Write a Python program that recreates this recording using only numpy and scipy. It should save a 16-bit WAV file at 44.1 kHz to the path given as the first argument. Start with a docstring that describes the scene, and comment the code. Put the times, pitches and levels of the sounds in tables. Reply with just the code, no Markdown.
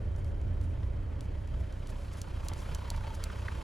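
"""Reindeer walk past a stopped car: their feet click sharply, and their hooves scuff, crackle on grit
and knock softly on the asphalt. The engine idles, each firing giving a low throb and a burst of clatter
that rings the body panels; near the end a rough buzz swells and fades. The microphone moves from the
cabin out of the side window, where the rumble calms and the clatter and outdoor hiss open up."""
import sys
import numpy as np
from scipy import signal
from scipy.fft import rfft, irfft, next_fast_len
from scipy.io import wavfile
from scipy.ndimage import uniform_filter1d, map_coordinates

SR = 44100
rng = np.random.default_rng(int(sys.argv[2]) if len(sys.argv) > 2 else 0)


def master(y):
    """Save y as 16-bit WAV."""
    cut = np.clip(np.atleast_2d(y).T, -1, 1)
    pcm = np.round(cut * 32767)  # scale
    wavfile.write(sys.argv[1], SR, pcm.astype(np.int16))


N = 160083

# loudness as the microphone moves outside: t/s, cabin drone/dB, engine clatter/dB, outdoor hiss/dB
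CABIN_TO_OUTSIDE = [(0, -47.5, -66.5, -70), (1.2, -48, -63, -71), (1.75, -49, -59.5, -66),
                    (2.1, -50.5, -57, -63.5), (2.6, -48.5, -53, -62), (3.05, -50.5, -52, -60.5),
                    (3.63, -49, -51.5, -58.5)]
# tone of grit under a hoof: f/Hz, relative level/dB
GRIT_TONE = [(1000, -3), (3000, 1.5), (6000, 4), (10500, 3), (13000, -6), (16000, -17)]
CLATTER_OFFSET = -.16  # in firing cycles: the clatter comes just before the throb


def amp(db):
    """Turn decibels into a gain."""
    return 10 ** (np.asarray(db) / 20)


def unit(x):
    """Scale a signal to an average (rms) level of 1."""
    return x / np.sqrt(np.mean(x ** 2) + 1e-20)


def along(points, hz):
    """Read between (frequency, value) points on a log frequency axis."""
    freqs, values = np.transpose(points)
    return np.interp(np.log(hz + 1), np.log(freqs + 1), values)


def curves(rows):
    """Give one value per sample for each column after the time."""
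    times, *columns = np.transpose(rows)
    return [np.interp(np.arange(N) / SR, times, column) for column in columns]


def wobble(rate):
    """A smooth random curve through `rate` points a second."""
    return map_coordinates(rng.standard_normal(int(N * rate / SR) + 4), [np.arange(N) * rate / SR])


def filtered(x, response):
    """Filter x; response(hz) gives the gain and phase at each frequency."""
    size = next_fast_len(N + SR // 2)
    return irfft(rfft(x, size) * response(np.fft.rfftfreq(size, 1 / SR)), size)[..., :N]


def stereo_noise(tone, patchy_db):
    """Noise with the given tone and short patches that are randomly louder or softer."""
    # how alike left and right are: f/Hz, likeness/0-1
    likeness = [(100, 0.98), (200, 0.79), (400, 0.31), (850, 0), (1300, 0.66), (2100, 1), (3500, 0.95),
                (7000, 1), (12000, 0.73)]
    spectra = signal.stft(rng.standard_normal((2, N)), nperseg=512)[2]
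    patches = uniform_filter1d(rng.standard_normal(spectra.shape[1:]), size=5, axis=0)
    patches = unit(uniform_filter1d(patches, size=5, axis=1))
    pair = signal.istft(spectra * amp(patchy_db * patches), nperseg=512)[1][:, :N]

    def tone_and_width(hz):
        angle = np.arccos(np.clip(along(likeness, hz), -1, 1)) / 2
        return amp(along(tone, hz)) * np.array([np.cos(angle), np.sin(angle)])
    mid, side = filtered(pair, tone_and_width)
    return unit(np.array([mid + side, mid - side]))


def shortest_pulse(gain_db, size):
    """The most compact pulse that has this spectrum (minimum phase)."""
    cepstrum = irfft(np.log(amp(gain_db)))
    fold_forward = np.r_[1, np.full(size // 2 - 1, 2), 1, np.zeros(size // 2 - 1)]
    return irfft(np.exp(rfft(cepstrum * fold_forward)))


def add(track, start_s, sound):
    """Mix a sound into a track at the given time."""
    part = track[..., round(start_s * SR):][..., :sound.shape[-1]]
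    part += sound[..., :part.shape[-1]]


def air():
    """Air rumbles against the moving microphone, and the outdoors hisses."""
    # strength of the rumble: t/s, level/dB
    rumble_levels = [(0,-35.5),(.1,-32),(.18,-37.5),(.26,-32),(.37,-35.5),(.51,-31),(.58,-33.5),(.66,-29),(.74,-35.5),(.84,-35),(1.05,-36.5),(1.23,-39),(1.35,-37),(1.46,-42),(1.54,-33.5),(1.62,-34.5),(1.69,-45),(2.4,-40),(2.68,-44),(2.73,-31),(2.78,-42),(2.88,-43),(2.96,-32.5),(3.05,-42),(3.63,-39.5)]
    # tones of the rumble and the hiss: f/Hz, relative level/dB
    rumble_tone = [(12, -7), (22, -18), (32, 3), (50, -6.5), (85, 4.5), (105, -4.5), (150, -19), (300, -31),
                   (900, -95)]
    hiss_tone = [(300, 4), (1500, 14.5), (3100, -5), (3600, 8.5), (4200, 6.5), (5500, 3), (8600, 0.5),
                 (11500, -1.5), (13200, -19), (15700, -23)]
    hiss_db = curves(CABIN_TO_OUTSIDE)[2] + .5 * wobble(16)
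    rumble = stereo_noise(rumble_tone, patchy_db=0)
    power = uniform_filter1d(np.mean(rumble ** 2, axis=0), size=SR // 16)
    rumble /= np.sqrt(np.abs(power) + 1e-9)  # even out the noise's own swells
    hiss = stereo_noise(hiss_tone, patchy_db=1.3)
    return amp(curves(rumble_levels)[0]) * rumble + amp(hiss_db) * hiss


def firing_pulses(cycle, swing_db, scatter_db, scatter_rate):
    """A gain that rises and falls once per engine firing, a little unevenly."""
    return unit(amp(swing_db * np.cos(2 * np.pi * cycle) + scatter_db * wobble(scatter_rate)))


def exhaust_throb(cycle):
    """The exhaust hums at multiples of the firing rate; the cabin booms at three times that rate."""
    # tones in the throb: multiple of the firing rate, level/dB
    harmonics = [(1, -43.5), (2, -42.5), (3, -45.5), (4, -57.5), (5, -61.5), (6, -61.5), (7, -65.5),
                 (9, -68)]
    # cabin boom: t/s, added level/dB
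    boom = [(0, -5.5), (.7, -4), (1.2, -6.5), (1.6, 1), (1.9, -4), (3.63, 0.5)]
    boom_db, throb = curves(boom)[0], np.zeros(N)
    for multiple, db in harmonics:
        gain = amp(db + (multiple == 3) * boom_db + .2 * wobble(8.7))
        throb += np.sqrt(2) * gain * np.cos(2 * np.pi * multiple * cycle)
    return throb


def panel_ring(cycle):
    """Every firing taps the car's body panels, never quite alike, and they ring."""
    # notes of the panels: f/Hz, width/Hz, relative level/dB
    notes = [(566,31,-4.5),(887,34,4.5),(978,13.6,0),(1430,16,-4.5)]
    # strength of the ringing: t/s, level/dB
    ring_levels = [(0,-70),(2.1,-68),(2.7,-60),(3.0,-56.5),(3.16,-64),(3.63,-58)]
    jitter_s, scatter_db = .00014, 1.5
    taps = np.zeros(N)
    for sample in np.flatnonzero(np.diff(np.floor(cycle - CLATTER_OFFSET))):
        late, strength = rng.standard_normal(2)
        add(taps, abs(sample / SR + jitter_s * late), amp([scatter_db * strength]))

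    def panels(hz):
        return sum(amp(db) * 1j * hz * width / (pitch ** 2 - hz ** 2 + 1j * hz * width)
                   for pitch, width, db in notes)
    return amp(curves(ring_levels)[0]) * unit(filtered(taps, panels))


def buzz(cycle):
    """A rough tone flares up once a firing and sinks in pitch as it swells and fades."""
    # course of the buzz: t/s, f/Hz, level/dB
    course = [(2.7,992,-68),(2.8,991,-60),(2.89,947,-55),(3.0,915,-57.5),(3.05,891,-51.5),(3.115,892,-50),(3.15,884,-58),(3.25,873,-78)]
    hz, db = curves(course)
    pulses = firing_pulses(cycle - .023, swing_db=6.5, scatter_db=1.5, scatter_rate=120)
    roughness = .12 * wobble(220) + .22 * wobble(40)
    tone = np.sqrt(2) * np.sin(2 * np.pi * (np.cumsum(hz) / SR + roughness))
    started = np.arange(N) / SR > course[0][0]
    return amp(db) * pulses * tone * started


def engine():
    """Each firing of the idling engine throbs and clatters; the cabin drones along."""
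    # idle speed: t/s, firing rate/Hz
    idle = [(0, 30.55), (.6, 30.55), (1.2, 31.28), (2.4, 31.41), (3.63, 31.28)]
    # tones of the clatter and the cabin drone: f/Hz, relative level/dB
    clatter_tone = [(200, -23), (550, 5), (750, -2), (1000, 4), (1400, -2.5), (1800, -7.5), (2150, -6),
                    (2550, -4.5), (2850, -8), (3150, -4), (3600, -14.5), (4400, -13), (7000, -25.5),
                    (14000, -32)]
    drone_tone = [(60, -15), (130, 4), (200, -5.5), (290, -3.5), (480, -8), (570, -4.5), (750, -15),
                  (1300, -22.5), (1900, -23), (2900, -33.5), (3150, -25.5), (3420, -37), (8000, -67)]
    cycle = .2 + np.cumsum(curves(idle)[0]) / SR  # counts up by one per firing
    drone_db, clatter_db, _ = curves(CABIN_TO_OUTSIDE)
    throb = exhaust_throb(cycle)
    bursts = firing_pulses(cycle - CLATTER_OFFSET, swing_db=3.5, scatter_db=1.6, scatter_rate=60)
    clatter = amp(clatter_db) * bursts * stereo_noise(clatter_tone, patchy_db=2)
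    ringing = panel_ring(cycle) + buzz(cycle)
    drone = amp(drone_db) * stereo_noise(drone_tone, patchy_db=1.5)
    return throb + clatter + ringing + drone


def grit_crackle():
    """Grit ticks under the herd's feet, growing louder along with the outdoor hiss."""
    grains_per_s, spread_db, below_hiss_db = 700, 4.5, 11
    grains = (rng.random(N) < grains_per_s / SR) * rng.choice([-1, 1], N)
    grains = grains * amp(spread_db * rng.standard_normal(N))
    ticks = unit(filtered(grains, lambda hz: amp(along(GRIT_TONE, hz))))
    return amp(curves(CABIN_TO_OUTSIDE)[2] - below_hiss_db) * ticks


def hoof_scuffs():
    """Hooves brush over grit in short grainy swells."""
    # each scuff at its peak: t/s, length/s, level/dB
    scuffs = [(.19, 0.022, -66.5), (0.283, 0.043, -70), (.642, 0.026, -65.5), (.71, .05, -73),
              (0.846, 0.056, -74.5), (1.24, 0.029, -67), (1.606, 0.016, -67), (1.901, 0.02, -58),
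              (2.02, 0.13, -68), (2.134, 0.015, -56.5), (2.182, 0.032, -58), (2.454, 0.026, -59.5),
              (2.596, 0.04, -61), (2.658, 0.18, -64.5), (3.15, 0.012, -53)]
    t = np.arange(N) / SR
    swells = sum(amp(db) * np.exp(-2 * ((t - peak_s) / length) ** 2) for peak_s, length, db in scuffs)
    graininess = amp(2 * wobble(900))
    return swells * unit(graininess * stereo_noise(GRIT_TONE, patchy_db=1.5))


def hoof_knocks(size=4096):
    """A landing hoof knocks, its pitch dropping as it settles, with a light scrape and a dull thud."""
    # each knock: t/s, relative ring level/dB, f/Hz, thud level/dB, scrape level/dB
    knocks = [(.829,-50,2300,-38,-49.5),(2.43,-38,1120,-46,-57),(2.5145,-30.5,860,-31,-44.5),(2.69,-36,750,-55,-55),(2.914,-35,624,-50,-46),(3.073,-34,650,-54,-44),(3.238,-38,1338,-58,-46),(3.2995,-29,1396,-58,-40.5),(3.4819,-23,1795,-41,-41.5)]
    # notes of a hoof: multiple of its pitch, relative level/dB, time to fade by 60 dB/s
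    hoof_notes = [(.83, -8.5, 0.014), (1, -1, 0.013), (1.13, 2, 0.011), (1.6, -22, 0.011)]
    # notes of the thud from the animal's weight: f/Hz, relative level/dB, time to fade by 60 dB/s
    thud_notes = [(87,1.5,0.13),(256,-3,0.039),(435,-2,0.022)]
    # tone of the scrape: f/Hz, relative level/dB
    scrape_tone = [(300,-6),(1100,1.5),(2200,3),(2650,-9),(3100,1.5),(3800,-8),(7000,-17),(16000,-50)]
    pitch_drop, settle_s, attack_s, scrape_fade_s = .21, .0035, .0021, .034
    out, t = np.zeros(N), np.arange(size) / SR
    slowing_time = np.cumsum(1 - pitch_drop * (1 - np.exp(-t / settle_s))) / SR
    attack = 1 - np.exp(-(t / attack_s) ** 2)
    thud = sum(amp(db - 60 * t / fade_s) * np.sin(2 * np.pi * hz * t) for hz, db, fade_s in thud_notes)
    scrape_filter = amp(along(scrape_tone, np.fft.rfftfreq(size, 1 / SR)))
    for start_s, ring_db, hz, thud_db, scrape_db in knocks:
        ring = np.zeros(size)
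        for ratio, db, fade_s in hoof_notes:
            cycles = hz * ratio * slowing_time + .04 * rng.standard_normal()
            ring += amp(db - 60 * t / fade_s) * np.sin(2 * np.pi * cycles)
        noise = unit(irfft(rfft(rng.standard_normal(size)) * scrape_filter))
        scrape = amp(scrape_db - 60 * t / scrape_fade_s) * noise
        add(out, start_s, attack * (amp(ring_db + 5.5) * ring + scrape + amp(thud_db) * thud))
    return out


def foot_clicks(size=4096):
    """A dry snap in the foot: one sharp pulse, a brief crackle and faint echoes off road and car."""
    # each click: t/s, relative level/dB, brightness/dB per octave, boosted f/Hz
    clicks = [(.163,-47,2,6000),(.246,-46,3,4800),(.415,-51,-3,6800),(.6134,-44,3,4200),(1.2079,-36,1.5,3150),(1.475,-51,6,6500),(1.7253,-45.5,1,6500),(1.872,-38.5,3,3100),(2.2166,-28.5,4,6070),(2.4852,-25,3,4600),(2.5354,-34.5,2,4770),(2.7485,-27,2.5,6400),(2.903,-24,3,4170),(2.9633,-37.5,2.5,4800),(3.1507,-48,13,4800),(3.239,-24,4,4580)]
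    # tone all clicks share: f/Hz, relative level/dB
    click_tone = [(500,-24),(2300,-8),(3100,-3.5),(4200,1),(5200,-3),(6200,-1.5),(7600,-1.5),(11000,-6.5),(13000,-14.5),(16000,-23)]
    snap_fade_s, echo_fade_s, echo_db = .011, .055, -19.5
    boost_db, boost_octaves = 5, .27
    out, t, hz = np.zeros((2, N)), np.arange(size) / SR, np.fft.rfftfreq(size, 1 / SR)
    for start_s, db, brightness, peak_hz in clicks:
        snap = rng.standard_normal(size) * amp(-60 * t / snap_fade_s)
        snap[0] += 4  # the sharp pulse
        echoes = rng.standard_normal((3, size)) * amp(echo_db - 60 * t / echo_fade_s)
        click = (snap + echoes[0] + echoes[1:]) / np.linalg.norm(snap)  # echoes: shared, left, right
        ripple_db = 10 * np.log10(uniform_filter1d(np.abs(rfft(click[0])) ** 2, size=90))
        peak_db = boost_db * np.exp(-(np.log2((hz + 1) / peak_hz) / boost_octaves) ** 2)
        tilt_db = brightness * np.log2((hz + 200) / 6000)
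        tone_db = along(click_tone, hz) + peak_db + tilt_db
        pulse = shortest_pulse(tone_db - .6 * ripple_db, size)  # partly smooth out random bumps in tone
        add(out, start_s, amp(db + 13.5) * signal.fftconvolve(click, pulse[None], axes=1))
    return out


def scene():
    """The idling car and the air, with the reindeer walking past."""
    return engine() + air() + foot_clicks() + hoof_scuffs() + grit_crackle() + hoof_knocks()


def record(dry):
    """The microphone's two openings differ in level and phase; the highest treble is cut off."""
    # how much louder the left side is: f/Hz, level/dB
    balance = [(60, -1.7), (250, -1.3), (1200, -1), (2200, 0)]
    # how far the left side is ahead: f/Hz, phase/radians
    left_lead = [(200, 0), (600, .8), (1400, -.15), (2200, 0), (3100, .5), (4800, .5), (6000, -.1),
                 (7800, 0), (8100, 2), (9000, 1.95), (11000, 0), (13400, -3.14), (14200, -3.9),
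                 (15300, -6.1)]
    fade_s, top_hz = .003, 16000
    sides = np.array([[.5], [-.5]])  # half to the left, the opposite half to the right

    def microphone(hz):
        phase = np.interp(hz, *np.transpose(left_lead))
        return amp(sides * along(balance, hz)) * np.exp(1j * sides * phase) * (hz < top_hz)
    from_edge_s = np.minimum(np.arange(N), np.arange(N)[::-1]) / SR
    return filtered(dry * np.minimum(from_edge_s / fade_s, 1), microphone)


dry = scene()
out = record(dry)
master(out)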